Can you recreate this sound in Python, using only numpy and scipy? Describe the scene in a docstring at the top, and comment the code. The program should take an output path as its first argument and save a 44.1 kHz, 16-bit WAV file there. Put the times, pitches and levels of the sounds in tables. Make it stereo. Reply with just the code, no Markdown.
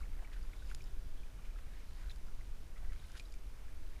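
"""Gentle paddling on calm water, close to the microphone of a camera on board a small gliding craft.
Blade and hull lap up little splashes, drops tick on the surface, trapped bubbles ring and a fine
trickle follows the strokes. The camera's case colours these sounds; ripples knock dully under the hull.
Behind them, wind rumbles softly on the microphone over a faint hiss."""
import sys
import numpy as np
from scipy import signal
from scipy.fft import rfft, irfft
from scipy.io import wavfile

SR = 44100
rng = np.random.default_rng(int(sys.argv[2]) if len(sys.argv) > 2 else 0)


def output_pcm(signal):
    """Save a mono or channel-first signal as 16-bit PCM at the path in sys.argv[1].

    Samples are clipped to [-1, 1] before scaling.
    """
    pcm = np.clip(np.atleast_2d(signal).T, -1, 1) * 32767
    wavfile.write(sys.argv[1], SR, np.round(pcm).astype(np.int16))


N = 176400
TIME = np.arange(N) / SR


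def from_db(db):
    """Decibels to gain."""
    return 10 ** (np.asarray(db) / 20)


def rms_one(x):
    """Scale to unit rms."""
    return x / np.sqrt(np.mean(x ** 2) + 1e-20)


def in_time(rows):
    """Each column of a curve at every sample."""
    times, *columns = np.transpose(rows)
    return [np.interp(TIME, times, column) for column in columns]


def add(out, at, sound):
    """Mix a sound in, starting `at` seconds."""
    start = int(at * SR)
    first, last = max(start, 0), min(start + len(sound), N)
    out[first:last] += sound[first - start:last - start]


def colour(x, spectrum):
    """Shape a sound by a spectrum, rolled off below 10 Hz; rms 1."""
    hz, db = np.transpose(spectrum)
    f = np.maximum(np.arange(len(x) // 2 + 1) * SR / len(x), 1)
    gain = from_db(np.interp(np.log(f), np.log(hz), db)) * np.minimum(f / 10, 1) ** 2
    return rms_one(irfft(rfft(x) * gain, len(x)))


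def noise(spectrum):
    """Coloured noise; rms 1."""
    return colour(rng.standard_normal(N), spectrum)


def drift(points):
    """A wandering line through random points spaced evenly over the scene."""
    return np.interp(TIME, np.linspace(0, N / SR, points), rng.standard_normal(points))


def swell(t, rise, fall):
    """Exponential rise to a crest at t = 0, then exponential fall."""
    return np.exp(np.where(t < 0, t / rise, -t / fall))


def bubble_ring(hz, cycles, glide_per_s=1.6, size=4000):
    """A trapped bubble rises in pitch as it nears the surface, dying by 60 dB in about `cycles`."""
    t = TIME[:size]
    phase = 2 * np.pi * hz * t * (1 + glide_per_s * t / 2)
    return np.sin(phase) * np.exp(-np.log(1000) * t * hz / cycles)


def bubble_cloud(size, centre_hz, octaves, per_s, cycles, spread_db, patchy_db=0):
    """Tiny bubbles of random strength and pitch; patchy_db lets each pitch come and go; rms 1."""
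    pitches = np.geomspace(450, 12000, 44)
    strengths = from_db(spread_db * np.minimum(rng.exponential(1, size), 3)) * rng.choice([-1, 1], size)
    clicks = strengths * (rng.random(size) < per_s / SR)
    pitch_index = rng.integers(0, len(pitches), size)
    out = np.zeros(size)
    for k, hz in enumerate(pitches):
        decay, angle = 1e-3 ** (hz / (cycles * SR)), 2 * np.pi * hz / SR
        resonator = [1, 0, -1], [1, -2 * decay * np.cos(angle), decay * decay]
        weight = np.sqrt(hz / centre_hz) / (1 + (np.log2(hz / centre_hz) / octaves) ** 2)
        if patchy_db:
            weight = weight * from_db(patchy_db * drift(points=24))
        out += weight * signal.lfilter(*resonator, clicks * (pitch_index == k) + 1e-18)
    return rms_one(out)


# Spectrum of still air over open water: f/Hz, relative level/dB
AIR_SPECTRUM = [(60, 3.5), (150, 0), (280, -2.5), (500, -6.5), (1000, -10), (1550, -11), (2000, -14.5),
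                (2450, -13.5), (2900, -17.5), (4600, -19.5), (6000, -19), (6800, -22), (8500, -22),
                (11000, -23.5), (15000, -27)]
# Spectrum of the microphones' own hiss: f/Hz, relative level/dB
HISS_SPECTRUM = [(25, 12.5), (100, -4), (300, 12.5), (1000, 6.5), (3000, 9.5), (6000, 11.5), (11000, 8),
                 (15000, 3.5)]
# Tones of a faint electronic whine: f/Hz, level/dB
WHINE_TONES = [(3000, -87), (5999, -104)]

def air_and_hiss():
    """Open air and a thin whine in the centre; microphone hiss in opposite polarity left and right."""
    air = from_db(-62.5) * noise(AIR_SPECTRUM)
    whine = sum(np.sqrt(2) * from_db(db) * np.sin(2 * np.pi * hz * TIME) for hz, db in WHINE_TONES)
    hiss = from_db(-76) * noise(HISS_SPECTRUM) * np.array([[1], [-1]])
    return air + whine + hiss


# Spectrum of wind on the microphone: f/Hz, relative level/dB
WIND_SPECTRUM = [(12, 2), (20, -8.5), (27, -6.5), (45, -11.5), (62, -17.5), (85, -28), (120, -33),
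                 (200, -44), (450, -49.5), (900, -71)]
# Rise and fall of that wind: t/s, relative level/dB
WIND_GUSTS = [(0, -38.5), (.18, -38), (.29, -46.5), (.39, -40.5), (.62, -41), (.88, -39), (1.13, -43),
              (1.8, -45), (2.07, -41), (2.22, -44.5), (2.8, -43.5), (2.92, -40.5), (3.25, -46.5), (4, -42)]

def wind(gain_db=2):
    """Air moving right on the microphone makes a soft, lumpy rumble, eased in and out."""
    level_db, = in_time(WIND_GUSTS)
    return noise(WIND_SPECTRUM) * from_db(gain_db + level_db) * signal.windows.tukey(N, .01)


# Soft knocks of water under the craft: t/s, level/dB, f/Hz
HULL_KNOCKS = [(1.338, -47, 96), (1.397, -52, 151), (1.668, -49.5, 126)]

def hull_knocks():
    """Ripples strike the hull below the microphone, each a dull, short ring."""
    out = np.zeros(N)
    for at, db, hz in HULL_KNOCKS:
        add(out, at, from_db(db) * bubble_ring(hz, cycles=10))
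    return out


# Resonances of the case around the microphone: f/Hz, width/Hz, lift/dB
CASE_RESONANCES = [(1500, 350, 2), (2270, 450, 2), (3640, 1600, 3), (4930, 410, 3.5), (6880, 420, 6.5),
                   (10780, 1100, 9)]

def camera_case(x, gain_db=-2.5):
    """The camera's case resonates, lifting a few bands above the rest."""
    for hz, width_hz, db in CASE_RESONANCES:
        band = signal.lfilter(*signal.iirpeak(hz, hz / width_hz, fs=SR), x)
        x = x + (from_db(db) - 1) * band
    return from_db(gain_db) * x


# Soft fizzing beside the craft: middle t/s, half length/s, level/dB, f/Hz
RUNOFF = [(0.556, 0.07, -73.5, 3680), (1.169, 0.098, -77.5, 3250), (1.467, 0.092, -73.5, 2340),
          (1.919, 0.16, -78, 4130), (3.027, 0.031, -72.5, 3850), (3.659, .16, -76.5, 2230)]

def runoff(size=30000):
    """Fine bubbles of nearly one size swell and fade as water runs off."""
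    out, t = np.zeros(N), (np.arange(size) - size // 2) / SR
    for at, half_length, db, hz in RUNOFF:
        cloud = bubble_cloud(size, hz, octaves=0.099, per_s=10000, cycles=86, spread_db=7)
        envelope = np.exp(-(t / half_length) ** 2 / 2)
        add(out, at + t[0], from_db(db) * envelope * cloud)
    return out


# Ebb and swell of the water alongside, before scaling: t/s, lap level/dB, trickle level/dB
WAKE_LEVELS = [(0.0, -60.5, -59), (0.15, -61.5, -81), (0.36, -61, -68.5), (0.67, -67, -57.5),
               (1.1, -73.5, -68.5), (1.7, -66.5, -70), (1.98, -65.5, -60), (2.12, -63.5, -66),
               (2.44, -85, -61.5), (2.81, -72, -77), (2.99, -63.5, -60.5), (3.14, -65.5, -55),
               (3.3, -82, -67.5), (3.48, -71, -70), (3.69, -64.5, -71), (4.0, -68, -64)]

def wake():
    """Water laps along the hull and trickles from the blade: a low and a high cloud of bubbles."""
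    def gain(db, depth):
        return from_db(db.mean() + depth * (db - db.mean()))

    lap_db, trickle_db = in_time(WAKE_LEVELS)
    lap = bubble_cloud(N, centre_hz=1550, octaves=0.77, per_s=1200,
                       cycles=25, spread_db=4.5, patchy_db=3.5)
    trickle = bubble_cloud(N, centre_hz=3850, octaves=1, per_s=6500,
                           cycles=15.4, spread_db=3.5, patchy_db=3.5)
    return lap * gain(lap_db - 7, depth=0.97) + trickle * gain(trickle_db - 10, depth=0.71)


# Single bubbles close to the craft: t/s, relative level/dB, f/Hz
BUBBLES = [(0.0123, -51, 1150), (.032, -50, 2210), (0.246, -45, 2280), (0.5326, -46, 2170),
           (0.621, -50.5, 1480), (0.8067, -46.5, 2400), (1.233, -52, 2420), (1.3863, -51, 1150),
           (1.4675, -54, 2220), (1.5587, -47.5, 1300), (2.2813, -52, 1380), (2.391, -55, 1090),
           (2.4094, -51.5, 2030), (2.76, -52, 1950), (2.768, -55, 2230), (2.826, -56.5, 704),
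           (2.896, -52, 1940), (2.961, -52.5, 2200), (3.2549, -46, 3910)]

def bubbles(rise_s=0.0018, shed_s=0.0049):
    """Each bubble starts softly, rings unevenly and sheds a smaller, higher, quieter one."""
    out = np.zeros(N)
    for at, db, hz in BUBBLES:
        for delay, gain_db, pitch_ratio in [(0, 1, 1), (shed_s, -8.5, rng.uniform(1.06, 1.25))]:
            ring = bubble_ring(hz * pitch_ratio, cycles=43)
            uneven = 1 + 0.5 * drift(points=2400)[:len(ring)]
            onset = 1 - np.exp(-TIME[:len(ring)] / rise_s)
            add(out, at + delay, from_db(db + gain_db) * ring * uneven * onset)
    return out


# Spectrum of a drop's impact: f/Hz, relative level/dB
TICK_SPECTRUM = [(500, -5), (1500, 1), (2600, 0), (5000, 2.5), (7500, 2.5), (11000, -7), (12300, -14),
                 (15000, -24)]

def drop_tick(crest_s=0.0016, size=512):
    """A drop hits the surface with a brief snap, smooth and bright in spectrum."""
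    envelope = swell(TIME[:size] - crest_s, rise=0.00047, fall=0.0026)
    burst = rfft(envelope * rng.standard_normal(size))
    flat_burst = irfft(burst / np.abs(burst), size)
    snap = colour(flat_burst, TICK_SPECTRUM) * np.sqrt(envelope)
    return rms_one(snap) * np.sqrt(np.mean(envelope ** 2))


# Drops landing near the microphone: t/s, tick level/dB, ring level/dB, ring f/Hz
DROPS = [(.428, -67, -55.5, 4800), (0.7463, -46, -51, 4990), (0.8190, -62, -51, 5400),
         (0.8406, -61, -51, 5270), (2.0968, -63, -44.5, 3970), (2.115, -63, -48.5, 3600),
         (2.159, -61, -60, 4740), (3.117, -58, -62, 5100), (3.1778, -68, -49.5, 4930),
         (3.1969, -56, -43, 2453), (3.2048, -66, -49, 2400), (3.3222, -60, -52, 4780),
         (3.339, -59, -54, 2330)]

def drops(rise_s=0.00037):
    """A drop lands with a tick, and a short bubble ring builds up under it."""
    out = np.zeros(N)
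    for at, tick_db, ring_db, hz in DROPS:
        ring = bubble_ring(hz, cycles=59)
        onset = 1 - np.exp(-(TIME[:len(ring)] / rise_s) ** 2)
        add(out, at, from_db(tick_db) * drop_tick())
        add(out, at, from_db(ring_db) * ring * onset)
    return out


# Little splashes at close range: crest t/s, rise/s, level/dB, centre f/Hz, spread/octaves
SPLASHES = [(.225, 0.024, -59, 770, 0.31), (0.335, 0.0056, -55.5, 2270, 0.52),
            (0.367, 0.0069, -60, 1620, 0.21), (0.699, .006, -57, 2100, 0.88),
            (0.716, 0.003, -54, 1420, 0.21), (0.715, 0.014, -67, 4500, 1.1), (0.721, .002, -57, 1990, 0.42),
            (1.452, 0.016, -64, 2370, 0.13), (1.588, 0.005, -58.5, 1640, 0.29),
            (1.774, 0.058, -66.5, 1960, 0.38), (2.018, 0.051, -63.5, 1590, 0.68),
            (2.105, 0.0018, -55.5, 1900, 0.58), (2.108, 0.0038, -57.5, 3760, 0.12),
            (2.779, 0.008, -58, 1380, .4), (2.847, 0.021, -63, 1550, 0.39),
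            (2.921, 0.0026, -57.5, 1500, 0.33), (2.933, .002, -54, 1850, 0.17),
            (3.153, 0.0098, -56.5, 1550, 0.13), (3.164, 0.0044, -58, 1710, 0.25),
            (3.177, 0.008, -54.5, 3430, 0.65), (3.198, 0.0028, -56.5, 4270, 0.26)]

def paddle_splashes(size=10000):
    """Blade and hull stir up quick swells of dense bubbles; a slower splash also falls more slowly."""
    out, t = np.zeros(N), (np.arange(size) - size // 2) / SR
    for at, rise, db, hz, octaves in SPLASHES:
        cloud = bubble_cloud(size, hz, octaves, per_s=11000, cycles=12, spread_db=2.5)
        add(out, at + t[0], from_db(db) * swell(t, rise, fall=rise + 0.0023) * cloud)
    return out


def scene():
    """From on board: water and wind sit in the centre, over a faint, wide hiss."""
    water = paddle_splashes() + drops() + bubbles() + runoff() + wake()
    return camera_case(water) + hull_knocks() + wind() + air_and_hiss()


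def record(dry):
    """The treble is cut steeply above 15.3 kHz."""
    return signal.sosfilt(signal.ellip(12, .1, 70, 15300, fs=SR, output="sos"), dry)


dry = scene()
out = record(dry)
output_pcm(out)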